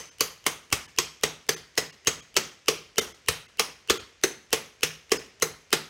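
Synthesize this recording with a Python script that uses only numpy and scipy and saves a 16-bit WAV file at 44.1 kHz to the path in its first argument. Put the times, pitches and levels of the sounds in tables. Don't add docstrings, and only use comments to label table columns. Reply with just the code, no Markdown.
import sys
import numpy as np
from scipy import signal
from scipy.fft import rfft, irfft
from scipy.io import wavfile
from scipy.ndimage import uniform_filter1d

SR = 44100
rng = np.random.default_rng(int(sys.argv[2]) if len(sys.argv) > 2 else 0)


def master_out(mix):
    frames = np.transpose(np.atleast_2d(mix))
    ceiling = np.clip(frames, -1, 1)
    pcm = np.round(ceiling * 32767).astype(np.int16)
    wavfile.write(sys.argv[1], SR, pcm)


def decibels_to_gain(level_db):
    exponent = np.asarray(level_db, float) / 20
    return 10 ** exponent


N = 259943

# (time [s], strength [dB], lower ring [dB], upper ring [dB], clang [Hz])
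BLOW_TABLE = [(0.2075, -1.5, -20.5, -29, 3010), (0.4649, -4, -23, -27.5, 2165),
              (0.726, -2.5, -33, -47, 2210), (0.9863, -0.5, -25, -24, 3260), (1.235, -6, -47, -27, 2020),
              (1.4901, -6, -18, -42, 2020), (1.7771, -7, -28.5, -25, 1910),
              (2.0715, -4.5, -18.5, -18, 3220), (2.3659, -1, -31, -41, 3200), (2.683, -1, -39, -29.5, 2315),
              (2.982, -1.5, -32, -27, 3590), (3.285, -2, -31, -32, 3100), (3.5954, -2.5, -43, -29, 2660),
              (3.8983, -4, -33, -27, 2100), (4.2368, -6, -13.5, -28, 2010), (4.529, -1.5, -40, -38, 2440),
              (4.832, -2.5, -23, -48, 2850), (5.1182, -7, -27, -27, 2730), (5.4229, -7.5, -17.5, -22, 2080),
              (5.7284, -2, -33, -36, 2520)]
# (frequency [Hz], density [dB per Hz])
CONTACT_SPECTRUM = [(290, -5), (500, -7), (880, -11), (2890, -0.5), (3650, -6), (5710, -2.5), (6140, -4.5),
                    (7000, -7), (13800, -16), (16000, -18)]


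def unit(x):
    return x / np.abs(x).max()


def fade(t, t60):
    return (t >= 0) * np.exp(-np.log(1000) * np.maximum(t, 0) / t60)


def mode(t, hz, t60, rise=1e-4):
    return np.sin(2 * np.pi * hz * t) * fade(t, t60) * (1 - np.exp(-np.maximum(t, 0) / rise))


def colour(x, spectrum):
    hz, db = np.transpose(spectrum)[:2]
    n = x.shape[-1]
    f = np.maximum(np.arange(n // 2 + 1) * SR / n, 1)
    return irfft(rfft(x) * decibels_to_gain(np.interp(np.log(f), np.log(hz), db)), n)


def passband(x, order, edge_hz, kind):
    return signal.sosfilt(signal.butter(order, edge_hz, kind, fs=SR, output="sos"), x)


def hush():
    # (frequency [Hz], density [dB per Hz])
    spectrum = [(12, -45), (20, -19), (60, 7), (262, -7.5), (434, -1), (873, -9.5), (2140, -3), (4180, -9),
                (6360, -9), (16000, -45)]
    noise = colour(rng.standard_normal(N + 1), spectrum)[:N]
    return decibels_to_gain(-60.5) * noise / noise.std()


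def shed(t):
    # (frequency [Hz], level [dB], t60 [s])
    reverb = [(60, -5, 0.58), (173, -7, 0.7), (400, -2.5, 0.32), (1120, -4.5, 0.43), (2840, -5.5, 0.46),
              (5430, -6.5, 0.43), (7850, -4.5, 0.32), (15000, -2.5, 0.24)]
    hz, db, t60 = np.transpose(reverb)
    n = 3 * len(t)
    centres = 50 * 2 ** np.arange(0, 8.4, 1 / 3)
    edges = centres[:, None] * 2 ** np.array([-1 / 6, 1 / 6])
    bands = np.array([passband(rng.standard_normal(n), 2, pair, "band") for pair in edges])
    flicker = np.repeat(rng.standard_normal((len(edges), n // 350)), 350, axis=1)
    bands *= decibels_to_gain(1.65 * uniform_filter1d(flicker, size=350))
    gain = np.interp(np.log(centres), np.log(hz), db)[:, None]
    decay = np.interp(np.log(centres), np.log(hz), t60)[:, None]
    late = t - 0.006
    slopes = fade(late, 0.8 * decay) + decibels_to_gain(-18.5) * fade(late, 2.62 * decay)
    return bands, decibels_to_gain(gain - 35) * slopes * (1 - fade(late, 0.019))


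def diffuse(tail, sound, size):
    blurred = np.sqrt(np.abs(uniform_filter1d(np.abs(rfft(sound)) ** 2, size=size)))
    return irfft(rfft(tail) * blurred, len(tail)) * np.hanning(2 * len(tail))[len(tail):]


def boom(t):
    return mode(t, 157, 0.34, rise=0.02) + 0.4 * mode(t, 149, 0.25, rise=0.02)


def echoes(x):
    # (delay [s], level [dB])
    reflections = [(0.01, -16.5), (0.014, -13.5), (.024, -26.5), (.033, -40.5), (.047, -39)]
    dull = uniform_filter1d(x, size=3)
    return sum(decibels_to_gain(db) * np.pad(dull, (int(s * SR), 0))[:len(x)] for s, db in reflections)


def shoe(t, thud_db, thud_hz, stand_db):
    thud = mode(t, thud_hz, 0.03, rise=0.0016)
    thud += decibels_to_gain(-20.0) * mode(t, 443.6, 0.18, rise=0.0027) + decibels_to_gain(-28.0) * mode(t, 538, 0.038)
    stand = mode(t, 81, 0.048, rise=0.004) + decibels_to_gain(-3.5) * mode(t, 111, 0.044, rise=0.0024)
    return passband(decibels_to_gain(thud_db + 9.0) * thud + decibels_to_gain(stand_db + 10.0) * stand, 2, 50, "high")


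def wedged(t, low_hz, high_hz):
    low = mode(t - 0.002, low_hz, 0.024, rise=0.00051)
    return decibels_to_gain(-19.5) * low + decibels_to_gain(-18) * mode(t, high_hz, 0.02)


def crack(t, bright_db, lag_ms, rebound_db, strength_db):
    # (level at strength 0 [dB], slope [dB per dB of strength])
    body = (-19, -1.35)
    body_db = body[0] + body[1] * strength_db
    grit = colour(rng.standard_normal((3, len(t))), CONTACT_SPECTRUM)
    held = np.minimum(1, 8 * fade(t, 0.0065))
    snap_shape = [(900, body_db + 18.5), (2500, 0.01), (7000, 0.0093), (10000, bright_db + 17.5)]
    snap = colour(grit[0], snap_shape) * held
    rebound_shape = [(900, body_db + 14.0), (2500, 0.005), (7000, 0), (10000, bright_db + 10.5)]
    rebound = colour(grit[1], rebound_shape) * fade(t - lag_ms / 1000, 0.037)
    chatter = unit(uniform_filter1d(grit[2], size=3)) * fade(t, 0.076)
    rough = unit(snap) + decibels_to_gain(rebound_db) * unit(rebound) + decibels_to_gain(-7) * chatter
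    return passband(rough, 2, 220, "high")


def steel(t, low_db, high_db, clang_hz):
    head_hz = (6168, 6182, 6532, 6560, 5140, 7860)
    # (level [dB], t60 [s])
    head = [(-1.5, 0.056), (-22, 0.29), (0.5, 0.017), (-1.5, 0.088), (-20, 0.056), (-16.5, 0.18)]
    # (frequency [Hz], level [dB], t60 [s])
    blade_modes = [(839, -6.5, 0.13), (1164, -2, 0.06), (1354, 6, 0.033), (1900, 9, 0.018),
                   (2100, 1, 0.043), (2440, -26, 0.032), (2530, -8, 0.091), (3220, 4, 0.02),
                   (3690, 2.5, 0.023), (4670, -12, 0.01)]
    struck = (low_db, low_db, high_db, high_db, low_db, high_db)
    ring = sum(decibels_to_gain(db + extra) * mode(t, hz, t60, rise=0.00021)
               for hz, (db, t60), extra in zip(head_hz, head, struck))
    scatter = rng.standard_normal((len(blade_modes), 2)) * [4, 0.012]
    blade = sum(decibels_to_gain(db + extra) * mode(t, hz * (1 + detune), 0.55 * t60)
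                for (hz, db, t60), (extra, detune) in zip(blade_modes, scatter))
    blade = signal.fftconvolve(blade, rng.standard_normal(len(t)) * fade(t, 0.014))[:len(t)]
    clang = mode(t, clang_hz, 0.033, rise=0.00025)
    blade_uneven, clang_uneven = 2.5 * rng.standard_normal(2)
    notes = decibels_to_gain(1.5) * ring + decibels_to_gain(-16.5 + blade_uneven) * unit(blade)
    return notes + decibels_to_gain(-19.5 + 0.38 * clang_uneven) * clang


def scene():
    # (lag [ms], rebound [dB], thud [dB], thud [Hz], stand [dB])
    thuds = [(5, -8, -24, 473, -51), (3.75, -2, -23.5, 400, -44), (2.4, -1, -34.5, 370, -31),
             (3.5, -8, -25, 388, -52), (2.6, 3, -21, 420, -59), (2.67, 2, -21, 414, -43),
             (5.23, 2, -24.5, 440, -46), (6.2, -1, -24.5, 464, -35.5), (5.18, 0, -20, 380, -49),
             (4.56, -5.5, -16, 438, -56), (4.48, -5, -19.5, 420, -55), (3.2, -3.5, -24, 463, -31),
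             (4.84, -2, -23.5, 464, -49), (5.71, 4.5, -13.5, 406, -35), (4.64, -2.5, -14.5, 387, -54),
             (4.6, -2.5, -17.5, 450, -43), (2, -2, -24.5, 457, -38.5), (2.7, 2.5, -13, 405, -43),
             (4.43, 1, -19.5, 444, -39), (5, -0.5, -16.5, 381, -63)]
    # (low clang [Hz], high clang [Hz], clangs [dB], brightness [dB], boom [dB])
    wedge = [(1130, 4620, 2.5, -13, -43.5), (1140, 9300, 1.5, -10.5, -45), (1140, 5200, -1.5, -12, -56),
             (1133, 6500, 2, -15.5, -40), (1100, 3800, -4, -14.5, -36.5), (1740, 4720, -1, -12.5, -37.5),
             (1944, 5130, 4.5, -12.5, -38), (1130, 5600, -2.5, -15, -40.5), (1295, 4490, 1, -17.5, -40),
             (1123, 5790, 1, -16.5, -38.5), (1340, 5800, 2, -13.5, -57), (1316, 3800, -1, -14, -39),
             (1100, 4070, 0.5, -15.5, -44.5), (1282, 3400, 7, -14, -66), (1550, 4190, 3, -8, -43.5),
             (1890, 5670, -7, -14, -42), (1730, 5600, -3, -12, -34.5), (1130, 5160, 3, -10, -45),
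             (1360, 4090, 3.5, -7.5, -36.5), (1810, 4170, 1, -15, -34)]
    # (time [s], level against first blow [dB], lower ring extra [dB])
    earlier = (-.065, -1.5, 11)
    t = np.arange(SR // 2) / SR
    lead = SR // 4
    out = np.zeros(N + lead + len(t))
    bands, decays = shed(t)
    _, db, low_db, *rest = BLOW_TABLE[0]
    blows = [(earlier[0], db, low_db + earlier[2], *rest)] + BLOW_TABLE
    for blow, answer, seat in zip(blows, thuds[:1] + thuds, wedge[:1] + wedge):
        s, db, low_db, high_db, clang_hz = blow
        lag_ms, rebound_db, thud_db, thud_hz, stand_db = answer
        low_hz, high_hz, clangs_db, bright_db, boom_db = seat
        contact = decibels_to_gain(db - 4.0) * crack(t, bright_db, lag_ms, rebound_db, db)
        notes = steel(t, low_db, high_db, clang_hz) + decibels_to_gain(clangs_db) * wedged(t, low_hz, high_hz)
        hollow = shoe(t - lag_ms / 1000, thud_db, thud_hz, stand_db)
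        skip = rng.integers(2 * len(t))
        tail = (bands[:, skip:skip + len(t)] * decays).sum(axis=0)
        echo = diffuse(tail, contact, size=380)
        echo += decibels_to_gain(-5.5) * (diffuse(tail, notes, size=130) + diffuse(tail, hollow, size=16))
        direct = contact + notes
        heard = direct + echoes(direct) + hollow + echo + decibels_to_gain(boom_db + 1.0) * boom(t)
        at = int(s * SR) + lead
        out[at:at + len(t)] += heard * decibels_to_gain(earlier[1] if s < 0 else 0)
    return (out[lead:lead + N] + hush())[None]


def lead_in(extra_db):
    early_span = 1024
    before = np.arange(early_span + 64, 0, -1) / SR
    noise = colour(rng.standard_normal((3, len(before))), CONTACT_SPECTRUM)
    noise /= noise.std()
    ticks = sum(decibels_to_gain(db) * fade(at * early_span / SR - before, 0.014) for at, db in ((1, 7.5), (1 / 2, 6.0)))
    hiss = decibels_to_gain(-49 + 0.27 * extra_db) * ticks * noise[0] + decibels_to_gain(-31) * fade(before, 0.018) * noise[1]
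    narrow = colour(noise[2], [(2300, -40), (2650, 0), (3150, 0), (3500, -40)])
    turn = 2 * np.pi * (before + rng.random())
    whine = narrow / narrow.std() + decibels_to_gain(-17.5) * np.sin(8100 * turn)
    swell = decibels_to_gain(-36.5 + extra_db) * whine + decibels_to_gain(-44.5 + extra_db) * np.sin(430 * turn)
    return hiss + swell * np.clip(1 - before / 0.016, 0, 1)


def thin_out(x, kept_bands):
    window = np.hanning(len(x))
    f = np.arange(len(x) // 2 + 1) * SR / len(x)
    keep = 0.8 * (f < 520) + decibels_to_gain(5) * sum(np.abs(f - hz) < 110 for hz in kept_bands)
    return x * (1 - window) + irfft(rfft(x * window ** 0.5) * keep, len(x))


def roll_off(x):
    return signal.sosfilt(signal.butter(12, 16960, fs=SR, output="sos"), x)


def record(dry):
    lead_in_levels = [-2, -6, -3, 2, -7, -20, -13, 1, 4.5, -3, 6, 2, -0.5, 6, -18, -2.5, -2, -2, -3, 2]
    # (time [s], bands that stay [Hz] ..)
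    thinned = [(.105, 1500, 3100, 5200, 6200), (.873, 900, 1700, 3000), (1.556, 1800, 2500, 6200, 6600),
               (1.918, 1100, 2200, 2800, 4300), (2.215, 1200, 2400, 3200, 6500),
               (3.005, 2100, 3100, 3650, 9100), (3.135, 2100, 3300, 5200, 6200), (3.475, 2100, 2600, 6400),
               (3.988, 1400, 2500, 3200, 6600), (5.183, 1500, 4500, 5100, 6500)]
    x = passband(dry[0], 1, 22, "high")
    x = np.tanh(1.223 * x) / 1.238
    for (s, *_), extra_db in zip(BLOW_TABLE, lead_in_levels):
        ahead = lead_in(extra_db)
        at = int(s * SR)
        x[at - len(ahead):at] += ahead
    moments = [(row, 27) for row in thinned]
    moments.append(([1.484], 13.6))
    for (s, *kept_bands), ms in moments:
        a, b = int((s - ms / 2000) * SR), int((s + ms / 2000) * SR)
        x[a:b] = thin_out(x[a:b], kept_bands)
    x = signal.sosfilt(signal.ellip(8, 0.2, 50, 15800, fs=SR, output="sos"), x)
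    return roll_off(x[None])


dry = scene()
out = record(dry)
master_out(out)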